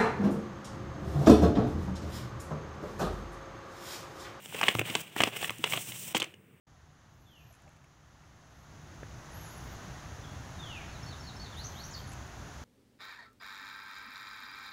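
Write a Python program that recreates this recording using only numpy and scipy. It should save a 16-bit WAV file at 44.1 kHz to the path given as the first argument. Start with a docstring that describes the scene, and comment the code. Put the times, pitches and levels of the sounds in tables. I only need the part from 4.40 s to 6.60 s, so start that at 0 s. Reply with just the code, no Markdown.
"""A thin plastic folder full of paper buckles in short snaps as a hand rummages in it, close up.
Each snap is a click and a burst of tiny folds that sound the stiff sheet. In between, hand and paper
stick and slip over it with a crinkle, a fine hiss and a few crisp scuffs. Now and then a bump gives
a low thud. At the end the folder lies still in the faint background of a small, quiet room."""
import sys
import numpy as np
from scipy import signal
from scipy.fft import rfft, irfft
from scipy.io import wavfile
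from scipy.ndimage import uniform_filter1d

SR = 44100
rng = np.random.default_rng(int(sys.argv[2]) if len(sys.argv) > 2 else 0)


def materialize(psi):
    """Save the field psi as 16-bit PCM at rate SR to the path in sys.argv[1].

    A 1-D psi becomes a single channel; in a 2-D psi each row is a channel.
    """
    bounded = np.clip(np.atleast_2d(psi).T, -1, 1)
    quanta = np.round(bounded * 32767).astype(np.int16)
    wavfile.write(sys.argv[1], SR, quanta)


N = 97020  # 2.2 s

# Tone colours of a snap: low flap, hollow knock, ring, bright edge. Columns: freq_hz, level_db
FLAP_EQ = [(60, -33.5), (140, -8.5), (240, -2.5), (400, -0.5), (550, -2), (750, -13.5), (1500, -41.5)]
KNOCK_EQ = [(250, -25), (500, -9), (680, -1), (930, -2), (1170, -0.5), (1400, -5), (1650, -8),
            (2100, -18.5), (4000, -37)]
RING_EQ = [(500, -35), (1400, -26), (1950, -5), (2350, -9), (2650, -5.5), (2920, 1.5), (3300, -6),
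           (4000, -17.5), (5000, -45.5), (9000, -50.5)]
EDGE_EQ = [(2500, -38), (4000, -0.5), (5600, 1), (7500, 2), (8600, -1), (10000, -9), (12500, -26.5),
           (15500, -27)]
# Snap cues; the last three columns set their layers against the ring, before each layer's trim.
# Columns: start_s, decay_ms, pitch_hz, level_db, flap_db, knock_db, edge_db
SNAP_CUES = [(.058,1.9,2900,-45,-6.5,-8,-3.5), (0.1247,2.8,2600,-51,-5.5,6.5,-13),
             (.145,7,2570,-37,1,-5,-11), (0.2127,2.6,2500,-29,-17,2.5,-9), (.231,2,2200,-24.5,-12.5,-4,-19),
             (0.237,2.3,2770,-25,-16,-5,-19), (0.2829,2.05,2400,-17,-17.5,-10,-16.5),
             (0.2866,3.1,2880,-21,-9.5,-13.5,-15.5), (0.3505,2.8,3000,-32.5,-1,1,-12),
             (.387,1.9,2570,-35.5,-0.5,-11,-17), (0.3925,4.1,2595,-24.5,-9,-8.5,-16.5),
             (0.413,5.3,2450,-32,-1,-5,-21), (.498,6,2910,-33.5,-10,-14,-10),
             (.5517,4.2,2810,-23.5,-7,-4.5,-7), (0.7632,3.2,1800,-36.5,1.5,-1,-16),
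             (0.8034,5.06,2620,-20.5,-14.5,-2,-15), (0.8172,5.2,2570,-32,-6,-2,-5),
             (0.8356,3.06,2760,-19,-11.5,-8.5,-9.5), (0.872,6,2480,-33,1,0.5,-13),
             (1.026,5.8,3030,-34.5,-6.5,0.5,-10), (1.0445,2.1,2600,-29,-31,-13,-30),
             (1.095,1.72,2700,-29.5,-26,-10.5,-20), (1.105,1.9,2590,-39,-4,1,-12),
             (1.2398,4.7,2770,-22,-13.5,-7,-12.5), (1.3237,1.2,2640,-30.5,-33,-12,-16),
             (1.333,8.3,2806,-26,-41,-6,-15), (1.3735,4.5,2800,-31,-13.5,-5,-18),
             (1.52,3.5,2950,-40,-23,-16.5,-12), (1.747,6,2880,-25,-4.5,-3,-16),
             (1.7662,5.3,2800,-26.5,-13,-13,-11), (1.799,8.9,3260,-31.5,-10.5,-11,-5.5),
             (1.8197,1.6,2790,-26.5,-13,-17,-18), (1.8262,1.5,2870,-36.5,-2.5,-10,-3.5),
             (1.842,3.3,2600,-37.5,-10,-12,-7), (1.9392,3.9,2560,-49.5,-7.5,-24,-13)]


def snaps(size=4096):
    """Each buckle is a click and a fast-dying train of folds; the ring pops up as the sheet stiffens."""
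    flap_trim_db, knock_trim_db, ring_trim_db, edge_trim_db = 1.5, 0.92, 0.5, 0.4
    rise, end, steepness = 0.1, 1.6, 5.3  # rise and end count in decay times
    roughness, click, pop_db, edge_lag_s = 0.84, 3.42, -1.5, 0.0005
    ring_eq_pitch_hz = 2683  # the pitch at which RING_EQ plays unshifted
    norm = np.sqrt(0.005 * SR)  # a 0 dB layer has the energy of 5 ms at rms 1
    out, ms = np.zeros(N), np.arange(size) / SR * 1000
    flap, knock, edge = (response(eq) for eq in (FLAP_EQ, KNOCK_EQ, EDGE_EQ))
    for start_s, decay_ms, pitch_hz, level_db, flap_db, knock_db, edge_db in SNAP_CUES:
        ring = response([(hz * pitch_hz / ring_eq_pitch_hz, db) for hz, db in RING_EQ])
        layers = [(flap, flap_db + flap_trim_db), (knock, knock_db + knock_trim_db),
                  (ring, ring_trim_db), (edge, edge_db + edge_trim_db)]
        age = ms / decay_ms
        choke = 1 + np.exp(np.minimum(steepness * (age - end), 20))
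        envelope = (1 - np.exp(-age / rise)) * np.exp(-age) / choke
        glide_hz = pitch_hz * 1.13 * (1 - 0.3775 * np.exp(-2 * age))
        pop = envelope * np.sin(2 * np.pi * np.cumsum(glide_hz) / SR)
        for body, layer_db in layers:
            push, grit = rng.standard_normal((2, size))
            folds = envelope * unit(push * np.exp(roughness * np.clip(grit, -2, 2)))
            if body is not edge:  # the first fold is too broad to sound the edge
                folds[np.argmax(envelope) // 2] -= click
            burst = unit(signal.fftconvolve(folds, body)[:size])
            if body is ring:
                burst = burst + undb(pop_db) * unit(pop)
            lag_s = edge_lag_s if body is edge else 0
            add(out, start_s + lag_s, burst / np.linalg.norm(burst) * norm * undb(level_db + layer_db))
    return out


# Tone colours of the slide: coarse crinkle and fine hiss. 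Columns: freq_hz, level_db
CRINKLE_EQ = [(60, -31.5), (140, -11.5), (400, -3.5), (800, -6), (1400, -8), (1900, -5.5), (2400, -1.5),
              (2950, 1), (3500, -6.5), (4400, -19.5), (15000, -40)]
HISS_EQ = [(1500, -21.5), (3050, -2.5), (4400, -13), (5700, -4), (6800, -5), (7600, -0.5), (8600, 2),
           (9300, -4.5), (12300, -10.5), (15000, -0.5)]
# Low end of the held folder flexing. Columns: freq_hz, level_db
RUMBLE_EQ = [(60, -35), (90, -6.5), (120, -6), (180, -1), (300, -30.5)]
# Fader moves of the slide, before trim and judder. Columns: time_s, crinkle_db, hiss_db
SLIDE_FADERS = [(0,-55.5,-60), (.03,-55,-52.5), (.12,-50,-49.5), (.165,-42,-46.5), (.26,-36,-43.5),
                (.335,-39.5,-46.5), (0.38,-48.5,-44), (.43,-52,-58), (0.462,-38.5,-45), (.614,-44,-44.5),
                (0.622,-49.5,-52.5), (.69,-52.5,-59), (.752,-54.5,-59), (0.781,-37,-42.5), (.855,-37.5,-47),
                (0.886,-38.5,-43.5), (.91,-55,-58.5), (.933,-42,-53), (.974,-40,-40.5), (0.985,-46,-46.5),
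                (1.015,-36.5,-39), (1.055,-39.5,-38), (1.067,-49,-49.5), (1.081,-37.5,-38),
                (1.09,-51.5,-53), (1.17,-52,-53.5), (1.228,-54.5,-54), (1.255,-37.5,-49.5),
                (1.301,-42.5,-37), (1.355,-36,-40.5), (1.41,-52,-43), (1.56,-47,-41.5), (1.59,-56,-41.5),
                (1.685,-46,-39), (1.705,-51,-45.5), (1.728,-44,-44.5), (1.733,-65,-66), (1.76,-35,-44),
                (1.781,-41,-33), (1.789,-55,-64), (1.828,-36,-52), (1.86,-54,-62.5), (1.97,-68.5,-78)]


def sliding():
    """Hand and paper stick and slip in grains of crinkle and hiss; the held folder flexes and rumbles."""
    crinkle_trim_db, hiss_trim_db = -0.72, 0.82
    t = np.arange(N) / SR
    time_s, *faders = np.array(SLIDE_FADERS, float).T
    crinkle_db, hiss_db = (np.interp(t, time_s, fader) for fader in faders)
    judder_db = 1.86 * wander(rate_hz=100)  # the slide catches and slips
    crinkle = colour(grains(per_s=3400, scatter_db=1.87), CRINKLE_EQ)
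    crinkle *= undb(crinkle_db + crinkle_trim_db + judder_db)
    hiss = colour(grains(per_s=8000, scatter_db=1.5), HISS_EQ)
    hiss *= undb(hiss_db + hiss_trim_db + judder_db)
    rumble = noise(RUMBLE_EQ) * undb(-30 + 0.55 * hiss_db)  # rides the hiss fader, more gently
    fade_out = np.clip((time_s[-1] - t) * 20, 0, 1)  # over the last 50 ms of the slide
    return fade_out * (crinkle + hiss + rumble)


# Ticks of a paper edge catching. Columns: start_s, length_ms, level_db
SCUFF_CUES = [(.3508,3.3,-38), (0.3929,4.5,-32.5), (.6062,10.4,-38), (.7640,2.8,-40.5), (.8165,5,-35),
              (1.1048,3.5,-36), (1.1835,2.6,-41.5), (1.677,7.4,-42), (1.7991,4,-36)]


def scuffs():
    """Paper edges catch in crisp ticks, and the sheet is pulled across the paper in one bright rasp."""
    out = np.zeros(N)
    for start_s, length_ms, level_db in SCUFF_CUES:
        add(out, start_s, rub(length_ms, level_db, HISS_EQ))
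    rasp = rub(length_ms=29, level_db=-38, eq=EDGE_EQ)
    add(out, 1.748, rasp)
    return out


def rub(length_ms, level_db, eq, size=4096):
    """Dense friction noise that starts at once, holds and stops sharply."""
    age = np.arange(size) / SR * 1000 / length_ms
    return noise(eq, size) * undb(level_db) / (1 + age ** 9.4)


# Low modes of the folder. Columns: pitch_hz, level_db, t60_s
FOLDER_MODES = [(115.8, -8, 0.25), (138.4, -0.5, 0.068), (168.4, -1, 0.084), (248, 3.5, 0.054),
                (310.3, -2, 0.093), (460, -11, 0.082), (630, -9, 0.052)]
# Bumps that drive those modes. Columns: start_s, strength_db, favoured_hz
BUMP_CUES = [(.15,-41,190), (0.291,-38,90), (.351,-22,112), (.395,-25.5,117), (0.416,-37,130),
             (.499,-31,220), (0.551,-30,330), (0.802,-21.5,187), (0.835,-29,139), (1.09,-35.5,119),
             (1.191,-34,273), (1.326,-36.5,130), (1.362,-35.5,115), (1.487,-37,164), (1.747,-24,285),
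             (1.863,-39,600)]


def bumps():
    """Soft blows ring the folder's low modes; where a blow lands decides which ones it favours."""
    attack_s, focus_db_per_octave = 0.0037, 9
    out, t = np.zeros(N), np.arange(N // 4) / SR
    pitch_hz, level_db, t60_s = np.array(FOLDER_MODES, float).T[:, :, None]
    for start_s, strength_db, favoured_hz in BUMP_CUES:
        detune = 1 + 0.018 * rng.standard_normal(pitch_hz.shape)
        gain = undb(level_db - focus_db_per_octave * np.abs(np.log2(pitch_hz / favoured_hz)))
        modes = gain * np.sin(2 * np.pi * pitch_hz * detune * t) * np.exp(-np.log(1000) * t / t60_s)
        thud = modes.sum(0) * (1 - np.exp(-t / attack_s))
        add(out, start_s, thud * undb(strength_db))
    return out


def room(x):
    """The close walls add a short, diffuse tail, duller than the direct sound."""
    send_db, t60_s, predelay_s, damping_hz = -14, 0.14, 0.008, 5500
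    t = np.arange(N // 4) / SR
    tail = rng.standard_normal(len(t)) * np.exp(-np.log(1000) * t / t60_s) * (t > predelay_s)
    damping = signal.butter(2, damping_hz, fs=SR, output="sos")
    tail = signal.sosfilt(damping, tail / np.linalg.norm(tail))
    return x + undb(send_db) * signal.fftconvolve(x, tail)[:N]


# Tone colour of the quiet room. Columns: freq_hz, level_db
ROOM_TONE_EQ = [(55, -34.5), (85, -4), (150, 2), (230, -9), (450, -10.5), (700, -24), (2800, -22),
                (4200, -41), (6800, -40), (8600, -30.5), (10500, -40.5), (12500, -41.5), (15400, -30)]


def room_tone(level_db=-58):
    """A faint, steady bed of mostly low noise."""
    return noise(ROOM_TONE_EQ) * undb(level_db)


def undb(db):
    """Decibels to gain."""
    return 10 ** (np.asarray(db) / 20)


def unit(x):
    """Scale to an rms of 1."""
    return x / np.sqrt(np.mean(x ** 2) + 1e-20)


def add(out, start_s, x):
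    """Mix x into out from a given time on."""
    i = max(int(start_s * SR), 0)
    out[i:i + len(x)] += x[:len(out) - i]


def response(eq, size=4096):
    """Minimum-phase impulse response of unit energy that follows an EQ curve."""
    hz, db = np.array(eq, float).T
    bins_hz = np.maximum(np.arange(size // 2 + 1) * SR / size, 1)
    gain = undb(np.interp(np.log(bins_hz), np.log(hz), db))
    cepstrum = irfft(np.log(gain))
    cepstrum[1:size // 2] *= 2  # folded onto positive time: nothing rings before the hit
    cepstrum[size // 2 + 1:] = 0
    impulse = irfft(np.exp(rfft(cepstrum)))
    return impulse / np.linalg.norm(impulse)


def colour(x, eq):
    """Pass x through an EQ curve."""
    return signal.fftconvolve(x, response(eq))[:len(x)]


def noise(eq, size=N):
    """Steady coloured noise, rms 1."""
    return unit(colour(rng.standard_normal(size), eq))


def wander(rate_hz):
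    """Smooth random drift, rms 1."""
    width = max(int(SR / rate_hz), 1)
    return unit(uniform_filter1d(uniform_filter1d(rng.standard_normal(N), width), width))


def grains(per_s, scatter_db):
    """Dense tiny clicks of uneven size, rms 1."""
    hits = rng.random(N) < per_s / SR
    gain = undb(scatter_db * np.minimum(rng.exponential(size=N), 2 * np.pi))
    return unit(hits * gain * rng.choice([-1, 1], N))


def scene():
    """The folder in the room, over the room tone, in mono."""
    bed = room_tone()
    folder = snaps() + scuffs() + sliding() + bumps()
    return (room(folder) + bed)[None]


def record(dry):
    """The microphone drops the deepest bass and cuts the top."""
    low_cut_hz, high_cut_hz = 70, 15750
    low_cut = signal.butter(3, low_cut_hz, "high", fs=SR, output="sos")
    high_cut = signal.ellip(10, 0.2, 75, high_cut_hz, fs=SR, output="sos")
    return signal.sosfilt(high_cut, signal.sosfilt(low_cut, dry))


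dry = scene()
out = record(dry)
materialize(out)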